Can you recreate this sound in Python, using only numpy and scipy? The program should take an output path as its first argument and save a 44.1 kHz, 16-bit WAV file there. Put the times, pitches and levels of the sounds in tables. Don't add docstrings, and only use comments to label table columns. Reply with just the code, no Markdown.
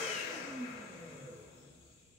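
import sys
import numpy as np
from scipy import signal
from scipy.fft import rfft, irfft, next_fast_len
from scipy.io import wavfile
from scipy.ndimage import uniform_filter1d

SR = 44100
rng = np.random.default_rng(int(sys.argv[2]) if len(sys.argv) > 2 else 0)


def elevation(decibels):
    levels = np.asarray(decibels, float)
    return 10 ** (levels / 20)


def master(y):
    cut = np.clip(np.atleast_2d(y).T, -1, 1)
    pcm = np.round(cut * 32767)
    wavfile.write(sys.argv[1], SR, pcm.astype(np.int16))


N = 96402

LEAD_S = 1.0
LEAD = int(LEAD_S * SR)
M = next_fast_len(N + LEAD + SR)
F = np.maximum(np.arange(M // 2 + 1) * SR / M, 1.)


def curve(table, col=1):
    a = np.array(table, float)
    return np.interp(np.log(F), np.log(a[:, 0]), a[:, col])


def peak(hz, width_hz):
    return 1 / (1 + 1j * (F ** 2 - hz ** 2) / (F * max(width_hz, 1.)))


def unit(x):
    return x / np.sqrt(np.mean(x ** 2))


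def walk(rate):
    hold = int(SR / rate)
    levels = np.repeat(rng.standard_normal(M // 200), hold)[:M]
    return 1.29 * uniform_filter1d(uniform_filter1d(levels, hold), hold)


def tones(table, speed, halvings, wobble, flutter_db):
    out = 0
    for multiple, db, loss_db in table:
        phase = 2 * np.pi * np.cumsum(multiple * speed * (1 + wobble * walk(70))) / SR
        level = elevation(db - loss_db * halvings + flutter_db * walk(22.17))
        out = out + np.sqrt(2) * level * np.sin(phase)
    return out


def balance(table):
    return elevation(np.array([[.5], [-.5]]) * curve(table))


def pair():
    # frequency in Hz, left-right correlation
    alike = [(60, 0.7), (130, 0.97), (290, 0.54), (640, 0.48), (1410, -0.22), (3100, 0.055), (6820, -0.21),
             (8300, -0.045), (9600, 0.66), (13800, 0.95), (15300, 0.89)]
    lag_s, lag_from_hz = 1 / 3650, 4725
    c = np.clip(curve(alike), -.9, .995)
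    mid, side = rfft(rng.standard_normal((2, M)))
    left_only, side_sign = np.array([[1], [0]]), np.array([[1], [-1]])
    lag = np.exp(-2j * np.pi * lag_s * np.maximum(F - lag_from_hz, 0) * left_only)
    return lag * (np.sqrt(1 + c) * mid + side_sign * np.sqrt(1 - c) * side) / 2


def building_hum():
    # frequency in Hz, spectral level in dB per Hz
    floor = [(25, -42), (140, -4.5), (480, -14.5), (1200, -29), (3400, -13), (5100, -29), (7400, -4.5),
             (15000, -79)]
    return elevation(-69) * unit(irfft(pair() * elevation(curve(floor)), M))


def low_tones(t):
    # start in seconds, length in seconds, frequency in Hz, level in dB
    events = [
        (1.357, 0.15, 71.3, -69),
        (1.517, 0.087, 129.8, -65.5),
        (1.637, 0.086, 141.8, -61.5),
        (1.689, 0.2363, 69.6, -65),
    ]
    edge_s = 0.035
    out = 0
    for start, length, hz, db in events:
        inside_s = np.minimum(t - start, start + length - t)
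        swell = np.clip(inside_s / edge_s + .5, 0, 1)
        out = out + np.sqrt(2) * elevation(db) * swell * np.sin(2 * np.pi * hz * t)
    return out


def room():
    # frequency in Hz, 60 dB decay time in seconds, left level in dB, right level in dB
    room_modes = [(68.9, 0.95, 10.5, 11), (146.8, 0.79, 10.5, 12), (172.3, 1, 13.5, 2), (199.9, 0.6, 6, 4),
                  (253, 0.82, 12, 10.5), (273.7, 0.84, 7, 0), (339.5, 0.23, 4.5, 2), (366, 0.74, 4, -17),
                  (435, 0.84, 3.5, 4.5), (478.4, 0.89, 8.5, -14), (491, 0.64, 4, 6.5),
                  (511.5, 0.57, 8, 10.5), (586.6, 1, 13.5, -6), (642.3, 1, 13, 18.5)]
    tail_t60_s, tail_db, tail_low_hz, tail_high_hz = 1, 1, 463, 8000
    tail = rng.standard_normal((2, M)) * 1000. ** (-np.arange(M) / SR / tail_t60_s)
    diffuse = elevation(tail_db) * rfft(tail / np.sqrt(np.sum(tail[0] ** 2)))
    near = 1 + diffuse / (1 + (tail_low_hz / F) ** 4) / (1 + (F / tail_high_hz) ** 10)
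    modes = 0
    for k, (hz, t60, *ear_db) in enumerate(room_modes):
        width_hz = np.log(1000) / np.pi / t60
        modes = modes + (-1) ** k * elevation(np.array(ear_db)[:, None]) * peak(hz, width_hz)
    return near, modes


def brushes(speed):
    # frequency in Hz, width in Hz, level in dB
    shell_rings = [(2460, 370, -5.5), (3390, 330, -7.5), (3860, 250, -14), (4478, 385, -14),
                   (5357, 420, -11.5), (6660, 510, -2.5), (7280, 84, 0), (7850, 190, -10), (8050, 330, -5),
                   (9700, 920, -18.5), (11300, 580, -17.5), (13400, 1700, -30), (15650, 2000, -22.5)]
    # frequency in Hz, left minus right in dB
    brush_pan = [(2500, 12), (7000, 4), (9000, 0)]
    brush_db, knee_hz, flicker_db = -60.5, 52.4, 2.3
    noise = pair() * balance(brush_pan) / (1 + (2200 / F) ** 6)
    shell = 0
    for hz, width_hz, db in shell_rings:
        ring = irfft(noise * np.abs(peak(hz, width_hz)) ** 2, M)
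        shell = shell + ring * elevation(db + flicker_db * walk(11))
    drag = speed ** 2 / (speed ** 2 + knee_hz ** 2)
    return unit(shell) * drag * elevation(brush_db)


def housing():
    # frequency in Hz, width in Hz, boost in dB
    cavities = [(480, 88, 6), (636, 18, 5.5), (1343, 188, 8.5), (1639, 63, 12.5), (1950, 91, 3),
                (2169, 93, 9), (2577, 193, 11.5), (3220, 220, 8), (3710, 980, 5), (5200, 290, 4),
                (6180, 230, 6.5)]
    return 1 + sum((elevation(db) - 1) * np.abs(peak(hz, w)) ** 2 for hz, w, db in cavities)


def air(halvings):
    # frequency in Hz, spectral level in dB per Hz, loss in dB per halving of speed
    rush = [(58.5, -32.5, -4), (144, -13, 0.5), (547, -8.5, 6), (718, -16.5, 6), (1290, -13, 10.5),
            (2290, -12.5, 13), (3130, -27, 12.5), (7040, -16, 24.5), (16800, -30, 18.5)]
    air_db, flicker_db = -39, 2.5
    stall_db = 1
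    noise = pair() * elevation(curve(rush)) * housing()
    noise = noise / np.std(irfft(noise, M))
    loss = curve(rush, col=2)
    out = 0
    for step in range(19):
        hz = 40 * 2 ** (step / 2)
        band = np.cos(np.pi / 2 * np.clip(2 * np.log2(F / hz), -1, 1)) ** 2
        loss_db = loss[min(int(hz * M / SR), len(F) - 1)]
        level_db = air_db - (loss_db + stall_db * halvings) * halvings + flicker_db * walk(13.674)
        out = out + irfft(noise * band, M) * elevation(level_db)
    return rfft(out)


def blades(speed, halvings):
    # multiple of shaft speed, level in dB, loss in dB per halving of speed
    whine = [(6.95, -47, 8), (13.85, -52, 24), (18, -53, 26)]
    # frequency in Hz, width in Hz of a band the duct lets out
    duct_bands = [(2890, 660), (6170, 340)]
    # frequency in Hz, width in Hz, level in dB of a narrow duct ring
    duct_rings = [(3160, 14, 4.5), (3027, 54, 1), (2770, 76, 8)]
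    duct = sum(1 / (1 + (2 * (F - hz) / w) ** 4) for hz, w in duct_bands)
    duct = duct * (1 + sum(elevation(db) * peak(hz, w) for hz, w, db in duct_rings))
    return rfft(tones(whine, speed, halvings, wobble=.016, flutter_db=2.5)) * duct


def bearing(speed, halvings):
    # multiple of shaft speed, level in dB, loss in dB per halving of speed
    bearing_tones = [(2.0, -53.5, -0.5), (2.84, -37.5, 7), (3.8, -42, 4.5), (4.62, -47.5, 6),
                     (5.5, -56.5, 1.5)]
    # frequency in Hz, width in Hz, level in dB of a cover resonance
    panel = [(499, 65, -1), (433, 26, -9), (339.5, 45, -12)]
    wake_hz = 204
    cover = 0.052 + sum(elevation(db) * np.abs(peak(hz, w)) ** 2 for hz, w, db in panel)
    rumble = tones(bearing_tones, speed, halvings, wobble=.006, flutter_db=2.5)
    return rfft(rumble / (1 + (speed / wake_hz) ** 6)) * cover


def shaft(speed, shaft_level_db):
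    gain = elevation(shaft_level_db + 3 * walk(23.72))
    return rfft(np.sqrt(2) * gain * np.sin(2 * np.pi * np.cumsum(speed) / SR))


def scene():
    # time in seconds, shaft speed in Hz, level of the beating shaft tone in dB
    rotor = np.array([(-.1, 476, -61), (0, 463, -40.5), (.056, 447, -49.5), (0.099, 435, -44.5),
                      (.146, 418, -46), (0.189, 390.6, -58), (0.219, 372.1, -59.5), (0.259, 354, -52.5),
                      (0.317, 331, -59.5), (.374, 312, -47), (.42, 296, -60), (.455, 290, -58),
                      (0.483, 280, -44), (.542, 265, -51), (.61, 249, -43.5), (.646, 241, -41.5),
                      (0.681, 235, -60), (.73, 226, -45), (.77, 219, -59), (.828, 209, -49.5),
                      (0.868, 200, -54.5), (.94, 187, -52.5), (1.06, 166, -58), (1.12, 156, -55.5),
                      (1.264, 131, -59), (1.33, 122, -63), (1.45, 105, -70), (1.6, 85, -85),
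                      (1.75, 68, -81), (2.2, 36, -100)])
    # frequency in Hz, left minus right in dB
    pan = [(60, -2.5), (110, 4.5), (200, -4), (380, 2), (700, 3), (1290, 4.0), (2380, 6.5), (4400, 8),
           (7500, 7.5), (9300, -0.5), (15000, 0)]
    start_hz = 470
    shaft_modes_db, line_modes_db, air_modes_db, line_direct_db = -6, -3, -2.5, -3
    t = np.arange(M) / SR - LEAD_S
    speed = uniform_filter1d(np.interp(t, rotor[:, 0], rotor[:, 1]), size=900)
    shaft_level_db = uniform_filter1d(np.interp(t, rotor[:, 0], rotor[:, 2]), size=900)
    halvings = np.log2(start_hz / speed)
    near, modes = room()
    lines = bearing(speed, halvings) + blades(speed, halvings)
    dryer = air(halvings) * (near + elevation(air_modes_db) * modes)
    dryer = dryer + lines * (elevation(line_direct_db) * near + elevation(line_modes_db) * modes)
    dryer = dryer + shaft(speed, shaft_level_db) * (1 + elevation(shaft_modes_db) * modes)
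    mix = building_hum() + low_tones(t) + brushes(speed) + irfft(dryer * balance(pan), M)
    return mix[:, LEAD:LEAD + N]


def roll_off(x):
    return signal.sosfilt(signal.butter(12, 16400, fs=SR, output="sos"), x)


def record(dry):
    # frequency in Hz, width in Hz, depth in dB
    port_dips = [(12050, 400, -24)]
    port = 1. * (F < 15740)
    for hz, width_hz, db in port_dips:
        port = port * elevation(db * np.exp(-((F - hz) / width_hz) ** 2))
    mix = irfft(rfft(dry, M) * port, M)[:, :N]
    return roll_off(mix)


dry = scene()
out = record(dry)
master(out)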